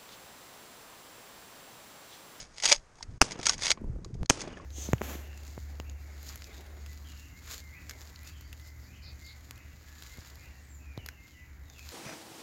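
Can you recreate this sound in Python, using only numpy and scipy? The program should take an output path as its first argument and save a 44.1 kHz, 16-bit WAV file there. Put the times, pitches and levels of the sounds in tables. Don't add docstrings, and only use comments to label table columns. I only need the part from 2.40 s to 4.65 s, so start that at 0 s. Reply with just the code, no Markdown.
import sys
import numpy as np
from scipy import signal
from scipy.io import wavfile
from scipy.ndimage import uniform_filter1d

SR = 44100
rng = np.random.default_rng(int(sys.argv[2]) if len(sys.argv) > 2 else 0)


def transcribe(u):
    v = np.clip(np.atleast_2d(u).T, -1, 1)
    q = np.round(v * 32767).astype(np.int16)
    wavfile.write(sys.argv[1], SR, q)


N = 99225


def amp(db):
    return 10 ** (np.asarray(db) / 20)


def unit(x):
    return x / np.sqrt(np.mean(x ** 2) + 1e-20)


def read(points, hz):
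    f, value = np.transpose(points)
    return np.interp(np.log(hz + 1), np.log(f + 1), value)


def level(points):
    return amp(np.interp(np.arange(N) / SR, *np.transpose(points)))


def add(mix, s, sound):
    part = mix[max(round(s * SR), 0):][:len(sound)]
    part += sound[:len(part)]


def die_away(t, t60):
    return np.exp(-np.log(1000) * t / t60)


def colour(x, points, keep_power=True, size=4096):
    log_gain = np.log(amp(read(points, abs(np.fft.fftfreq(size, 1 / SR)))))
    taps = np.fft.ifft(np.exp(np.conj(signal.hilbert(log_gain)))).real[:size // 2]
    return signal.oaconvolve(x, taps / (np.linalg.norm(taps) if keep_power else 1))[:len(x)]


def chatter(size):
    return rng.choice([-1., 1.], size)


def grains(per_s, spread_db):
    sizes = amp(spread_db * np.minimum(rng.exponential(1, N), 4))
    return unit(chatter(N) * sizes * (rng.random(N) < per_s / SR))


def wander(step_s, depth_db):
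    t = np.arange(N) / SR
    steps = np.clip(rng.standard_normal(4000), -2, 2)
    return unit(amp(depth_db * np.interp(t / step_s, np.arange(len(steps)), steps)))


# (time [s], level [dB])
WIND_LEVEL = [(0, -46.5), (.12, -86), (.27, -57), (.37, -60.5), (.46, -72), (.6, -61.5), (.7, -45),
              (.78, -48), (.9, -79.5), (1.1, -47.5), (1.38, -54), (1.42, -41), (1.48, -38), (1.56, -42),
              (1.65, -47), (1.76, -47), (1.83, -31), (1.87, -54.5), (2.25, -49.5)]
AIR_LEVEL = [(0, 7), (.55, 4), (1.6, -2), (2.25, -1)]
# (frequency [Hz], gain [dB])
WIND_COLOUR = [(15, -11), (35, 1), (65, -4.5), (130, -5.5), (250, -16), (450, -25.5), (900, -43),
               (3000, -68.5)]
AIR_COLOUR = [(30, 11.5), (200, -3.5), (800, -5), (1600, -7.5), (3500, -20.5), (6500, -15.5), (9000, -24),
              (14000, -47)]


def wind():
    gusts = unit(colour(grains(per_s=820, spread_db=2), WIND_COLOUR))
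    air = amp(-63) * colour(rng.standard_normal(N), AIR_COLOUR)
    return level(WIND_LEVEL) * gusts + level(AIR_LEVEL) * air


# (time [s], level [dB])
SLIDE_LEVEL = [(0, -46), (.02, -45.5), (.045, -58.5), (.1, -75), (.13, -61.5), (.213, -50.5), (.245, -31),
               (.325, -33), (.345, -38), (.385, -57.5), (.41, -74.5), (.55, -82), (.58, -60), (.67, -76.5),
               (.97, -59.5), (1.0, -57), (1.05, -48), (1.075, -40), (1.105, -33.5), (1.16, -56.5),
               (1.21, -47), (1.235, -35), (1.315, -34.5), (1.345, -71), (1.39, -83.5), (1.97, -70.5),
               (2.005, -50), (2.05, -61), (2.25, -66.5)]
# (time [s], level [dB], decay [s], stock relative to knock [dB])
KNOCKS = [(.182, -33.5, 0.0026, -8), (0.2001, -33, 0.0038, -10), (0.2239, -30.5, 0.006, -10),
          (.235, -25.5, 0.013, -9), (0.2542, -11.5, 0.0016, -13), (0.256, -16.5, 0.006, -39),
          (0.2768, -24, 0.0038, -29), (0.2867, -20.5, 0.005, -29), (0.2974, -23.5, 0.01, -26),
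          (0.3139, -17.5, 0.0026, -0.5), (0.318, -11, 0.0043, -15.5), (0.3254, -8.5, 0.0037, -18.5),
          (0.3459, -27.5, 0.0024, -12), (0.361, -30, 0.0016, -16), (.38, -44.5, 0.0019, -7),
          (.555, -54.5, 0.0037, -17.5), (.586, -52, 0.003, 4), (0.6265, -34, 0.0042, -8),
          (0.8124, -22, 0.001, 7.5), (0.825, -31, 0.0075, -13.5), (0.9087, -33, 0.0027, -3),
          (0.9186, -31, 0.0054, -9), (0.99, -39, 0.0016, -11), (0.9982, -38, 0.0026, -2),
          (1.013, -36, 0.0022, -21), (1.0296, -33.5, 0.0078, -7), (1.056, -23, 0.0059, -27),
          (1.066, -16, 0.0032, -5.5), (1.0681, -15.5, 0.0029, -29), (1.0866, -18, 0.0012, -21),
          (1.094, -16, 0.0032, -20), (1.1201, -34.5, 0.0066, -16), (1.132, -33, 0.0082, -9),
          (1.141, -29, 0.0015, -2), (1.1802, -34.5, 0.0018, -29), (1.19, -50, 0.0024, 9.5),
          (1.2205, -27.5, 0.0051, -2), (1.233, -25, 0.0026, -29), (1.2364, -23.5, 0.0024, -32),
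          (1.246, -27, 0.0013, -16.5), (1.2562, -25.5, 0.0048, -30), (1.267, -18.5, 0.0026, -26),
          (1.2794, -23, 0.0038, -29), (1.299, -31.5, 0.013, -4), (1.304, -13, 0.0031, -11.5),
          (1.315, -13.5, 0.0032, -8.5), (1.646, -42, 0.0035, -7), (1.742, -51, 0.0042, -7.5),
          (1.8589, -41, 0.002, -4.5), (1.8947, -23.5, 0.006, -26), (1.992, -44, 0.0092, -0.5),
          (2.006, -34.5, 0.004, -30), (2.015, -32, 0.0058, -2.5), (2.0769, -49.5, 0.0071, -31),
          (2.173, -51.5, 0.0018, 0)]
# (frequency [Hz], gain [dB], t60 before the cap [s])
RECEIVER_MODES = [(589, 0, 0.062), (900, 3.5, 0.09), (1954, 1.5, 0.069), (2090, -5, 0.043),
                  (2212, -4.5, 0.06), (2560, -1, .045), (3380, -8, 0.013), (4760, -4, 0.025),
                  (4920, -7.5, 0.037), (4930, -5, .05), (5710, -6, 0.051), (6680, -0.5, 0.11),
                  (6500, 5.5, 0.026), (6740, 1, 0.034)]
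# (frequency [Hz], gain [dB])
STEEL_COLOUR = [(100, -37.5), (400, -17), (900, -15), (1500, -9), (2200, -2.5), (3000, -1), (4000, -2.5),
                (5000, 1.5), (6500, -1), (7500, -8), (9700, -15.5), (11000, -29.5), (14000, -37)]
STOCK_COLOUR = [(60, -19), (300, -5), (600, -0.5), (900, 4), (1400, 1), (2400, 8), (4000, -11.5),
                (12000, -49.5)]
STRIKE_S = 0.00062


def action():
    steel = level(SLIDE_LEVEL) * grains(per_s=3000, spread_db=2.5) * wander(step_s=0.0041, depth_db=5)
    stock = amp(-6.5) * steel
    t = np.arange(SR // 10) / SR
    for s, db, decay, stock_db in KNOCKS:
        knock = amp(db) * chatter(len(t)) * np.minimum(t / STRIKE_S, 1) * np.exp(-t / decay)
        add(steel, s, knock)
        add(stock, s, amp(stock_db) * knock)
    ring = np.zeros(N)
    for hz, db, t60 in RECEIVER_MODES:
        fade = die_away(t, min(t60, .06))
        mode = amp(db) * 2 * fade / fade.sum() * np.cos(2 * np.pi * hz * t)
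        contact = wander(step_s=0.0079, depth_db=4.5)
        ring += signal.oaconvolve(steel * contact, mode)[:N]
    return colour(steel + ring, STEEL_COLOUR) + colour(stock, STOCK_COLOUR)


# (time [s], frequency [Hz], level [dB], t60 [s])
PART_PINGS = [(.3175, 577.6, -25, 0.07), (0.3166, 891, -26.5, 0.07), (.318, 2290, -19, 0.056),
              (.6085, 926, -34.5, 0.019), (.629, 4540, -30.5, 0.0092), (1.068, 6430, -8.5, 0.014),
              (1.069, 1390, -26, 0.041), (1.095, 5440, -1.5, 0.0056), (1.095, 1155, -27, 0.049),
              (1.097, 1490, -30.5, 0.061), (1.304, 2226, -22.5, .035), (1.315, 2280, -18, 0.021),
              (1.315, 4410, -10, 0.012), (1.315, 3350, -23.5, 0.021), (1.374, 1053, -42, 0.039),
              (1.647, 1170, -42, 0.022), (1.647, 4200, -27.5, 0.0044), (1.8588, 4320, -37.5, 0.017),
              (2.138, 2910, -44.5, 0.026), (2.172, 1720, -42, 0.032), (2.199, 1096, -42.5, 0.051)]


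def pings():
    t, out = np.arange(SR // 8) / SR, np.zeros(N)
    rise = np.minimum(t / STRIKE_S, 1)
    for s, hz, db, t60 in PART_PINGS:
        add(out, s, amp(db) * rise * die_away(t, t60) * np.sin(2 * np.pi * hz * t))
    return out


# (time [s], level [dB], width [s])
EDDIES = [(.383, -42, .011), (0.695, -35, 0.0028), (0.76, -41, 0.0045), (1.447, -28.5, 0.0042),
          (1.479, -28, 0.0074), (1.501, -27.5, 0.0027), (1.514, -34.5, 0.0053), (1.565, -32.5, 0.0045),
          (1.736, -30.5, 0.0022), (1.753, -32, 0.0018), (1.773, -34, 0.0061), (1.813, -26, 0.0059),
          (1.8299, -25.5, 0.0019)]
# (time [s], level [dB])
FLUTTERS = [(1.414, -39), (1.443, -37), (1.561, -41.5), (1.591, -42.5), (1.66, -41.5), (1.705, -47),
            (1.754, -41.5), (1.811, -44)]
# (frequency [Hz], gain [dB])
FLUTTER_COLOUR = [(60, -30), (200, -1.5), (320, 1.5), (450, -8), (650, -18), (1000, -25.5), (3000, -51.5)]


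def wind_bumps(flutter_s=0.0048):
    t, pushes, flutter = np.arange(N) / SR, np.zeros(N), np.zeros(N)
    for s, db, width in EDDIES:
        u = (t - s) / width
        pushes += amp(db) * (1 - u ** 2) * np.exp(-u ** 2 / 2)
    for s, db in FLUTTERS:
        flutter += amp(db) * np.exp(-((t - s) / flutter_s) ** 2)
    return pushes + colour(flutter * chatter(N), FLUTTER_COLOUR)


def hush(lead_s=0.0336, depth_db=-18):
    t, dip = np.arange(N) / SR, np.zeros(N)
    for s, *_ in SHOTS:
        dip += (t > s - lead_s) & (t < s - .006)
    return amp(depth_db * uniform_filter1d(dip, size=200))


def shock(push_s):
    u = np.arange(SR // 20) / SR / push_s
    return (1 - u) * np.exp(-u)


# (time [s], blast [dB], crack [dB], ring [dB], slap [dB], thump [dB], echo [dB])
SHOTS = [(0.8156, -1.5, -9.5, -12.5, 3, -21.5, -1), (1.8989, 0, -13.5, -12, 5, -26, 0.5)]
SLAP_DELAYS = [.0078, .0073]
# (frequency [Hz], gain [dB])
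BLAST_COLOUR = [(30, -34.5), (110, 3.5), (300, 2.5), (800, -11.5), (1400, -2.5), (2400, -3.5), (3800, -8.5),
                (5500, -2.5), (8000, -9.5), (11000, -29), (15000, -56)]
CRACK_COLOUR = [(60, -6.5), (280, -5.5), (800, -5.5), (1300, -3), (1900, -6.5), (2500, -3.5), (2900, -7),
                (3800, -15.5), (6000, -25.5), (14000, -45)]
RING_COLOUR = [(100, -34.5), (3900, -23), (5200, -3), (6500, -1), (7500, -10), (8500, -8), (10500, -23),
               (14000, -39.5)]
# (frequency [Hz], level [dB], t60 [s])
HOUSING_MODES = [(2440, -16.5, .008), (5545, -3, 0.0046), (6500, -20, 0.0097)]


def shots(crack_hold_s=0.0016, crack_decay_s=0.0012, thump_hz=50.3, thump_s=0.0043, slap_rise_s=.00007):
    t = np.arange(SR // 10) / SR
    shocks, cracks, rings, thumps, housing = np.zeros((5, N))
    burst = np.exp(-np.maximum(t - crack_hold_s, 0) / crack_decay_s)
    thump = np.sin(2 * np.pi * thump_hz * t) * np.exp(1 - t / thump_s)
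    housing_ring = sum(amp(db) * die_away(t, t60) * np.sin(2 * np.pi * hz * t)
                       for hz, db, t60 in HOUSING_MODES)
    soften = np.exp(-t / slap_rise_s)
    slap = signal.oaconvolve(shock(push_s=0.00026), soften / soften.sum())
    for (s, blast_db, crack_db, ring_db, slap_db, thump_db, _), delay in zip(SHOTS, SLAP_DELAYS):
        add(shocks, s, amp(blast_db) * shock(push_s=0.00044))
        add(shocks, s + delay, amp(slap_db) * slap)
        add(housing, s, housing_ring)
        add(housing, s + delay, amp(-7.5) * housing_ring)
        add(cracks, s, amp(crack_db) * chatter(len(t)) * burst)
        add(rings, s, amp(ring_db) * chatter(len(t)) * burst)
        add(thumps, s, amp(thump_db) * thump)
    blasts = colour(shocks, BLAST_COLOUR, keep_power=False)
    return blasts + colour(cracks, CRACK_COLOUR) + colour(rings, RING_COLOUR) + thumps + housing


# (frequency [Hz], gain [dB], t60 [s])
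FIELD_ECHO = [(30.2, -4.5, 1.3), (99.4, 2, 0.89), (295.5, 1.5, 2.2), (800, -6, 1.7), (2000, -11.5, 1.9),
              (3820, -8.5, 0.45), (5900, 2.5, 0.28), (9560, -9.5, 0.25), (13000, -48.5, .4)]
# (time [s], level [dB])
FAR_RETURNS = [(.839, -37), (0.955, -36), (0.993, -33), (1.374, -41.5), (2.038, -38), (2.075, -34.5),
               (2.17, -40)]
# (frequency [Hz], gain [dB])
RETURN_COLOUR = [(40, -5), (250, 4), (700, -1), (1500, -15), (3500, -18.5), (10000, -54.5)]


def echoes(return_decay_s=0.0065):
    roll, far = np.zeros((2, N))
    spectrum = [(hz, db) for hz, db, _ in FIELD_ECHO]
    t60s = [(hz, t60) for hz, _, t60 in FIELD_ECHO]
    for s, *_, echo_db in SHOTS:
        scatter = grains(per_s=6200, spread_db=3) * wander(step_s=0.0083, depth_db=2.5)
        hz, t, bands = signal.stft(colour(scatter, spectrum), SR, nperseg=256)
        fade = amp(-60 * t / read(t60s, hz)[:, None])
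        add(roll, s, amp(echo_db - 34.5) * signal.istft(bands * fade, SR)[1])
    t = np.arange(SR // 10) / SR
    for s, db in FAR_RETURNS:
        add(far, s, amp(db) * chatter(len(t)) * np.exp(-t / return_decay_s))
    return roll + colour(far, RETURN_COLOUR)


# (frequency [Hz], gain [dB])
SNAP_COLOUR = [(100, -3), (700, 6.5), (2000, -7), (6000, -14.5), (14000, -31)]


def snap(at_s=1.8315):
    click = np.zeros(N)
    add(click, at_s, [amp(-16.5)])
    return colour(click, SNAP_COLOUR)


def scene():
    reports = shots()
    surroundings = echoes() + action() + pings() + snap() + wind() + wind_bumps()
    return (reports + surroundings * hush())[None]


# (frequency [Hz], gain [dB])
MIC_RESPONSE = [(20, 0.5), (8500, -1), (11000, -1), (14000, -6)]


def record(dry):
    ceiling, edge_hz = .9, 14400
    clipped = dry[0] / (1 + (dry[0] / ceiling) ** 12) ** (1 / 12)
    dulled = colour(clipped, MIC_RESPONSE, keep_power=False)
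    band_limit = signal.firwin(255, edge_hz, window=("kaiser", 9), fs=SR)
    return signal.oaconvolve(dulled, band_limit, "same")[None]


dry = scene()
out = record(dry)
transcribe(out)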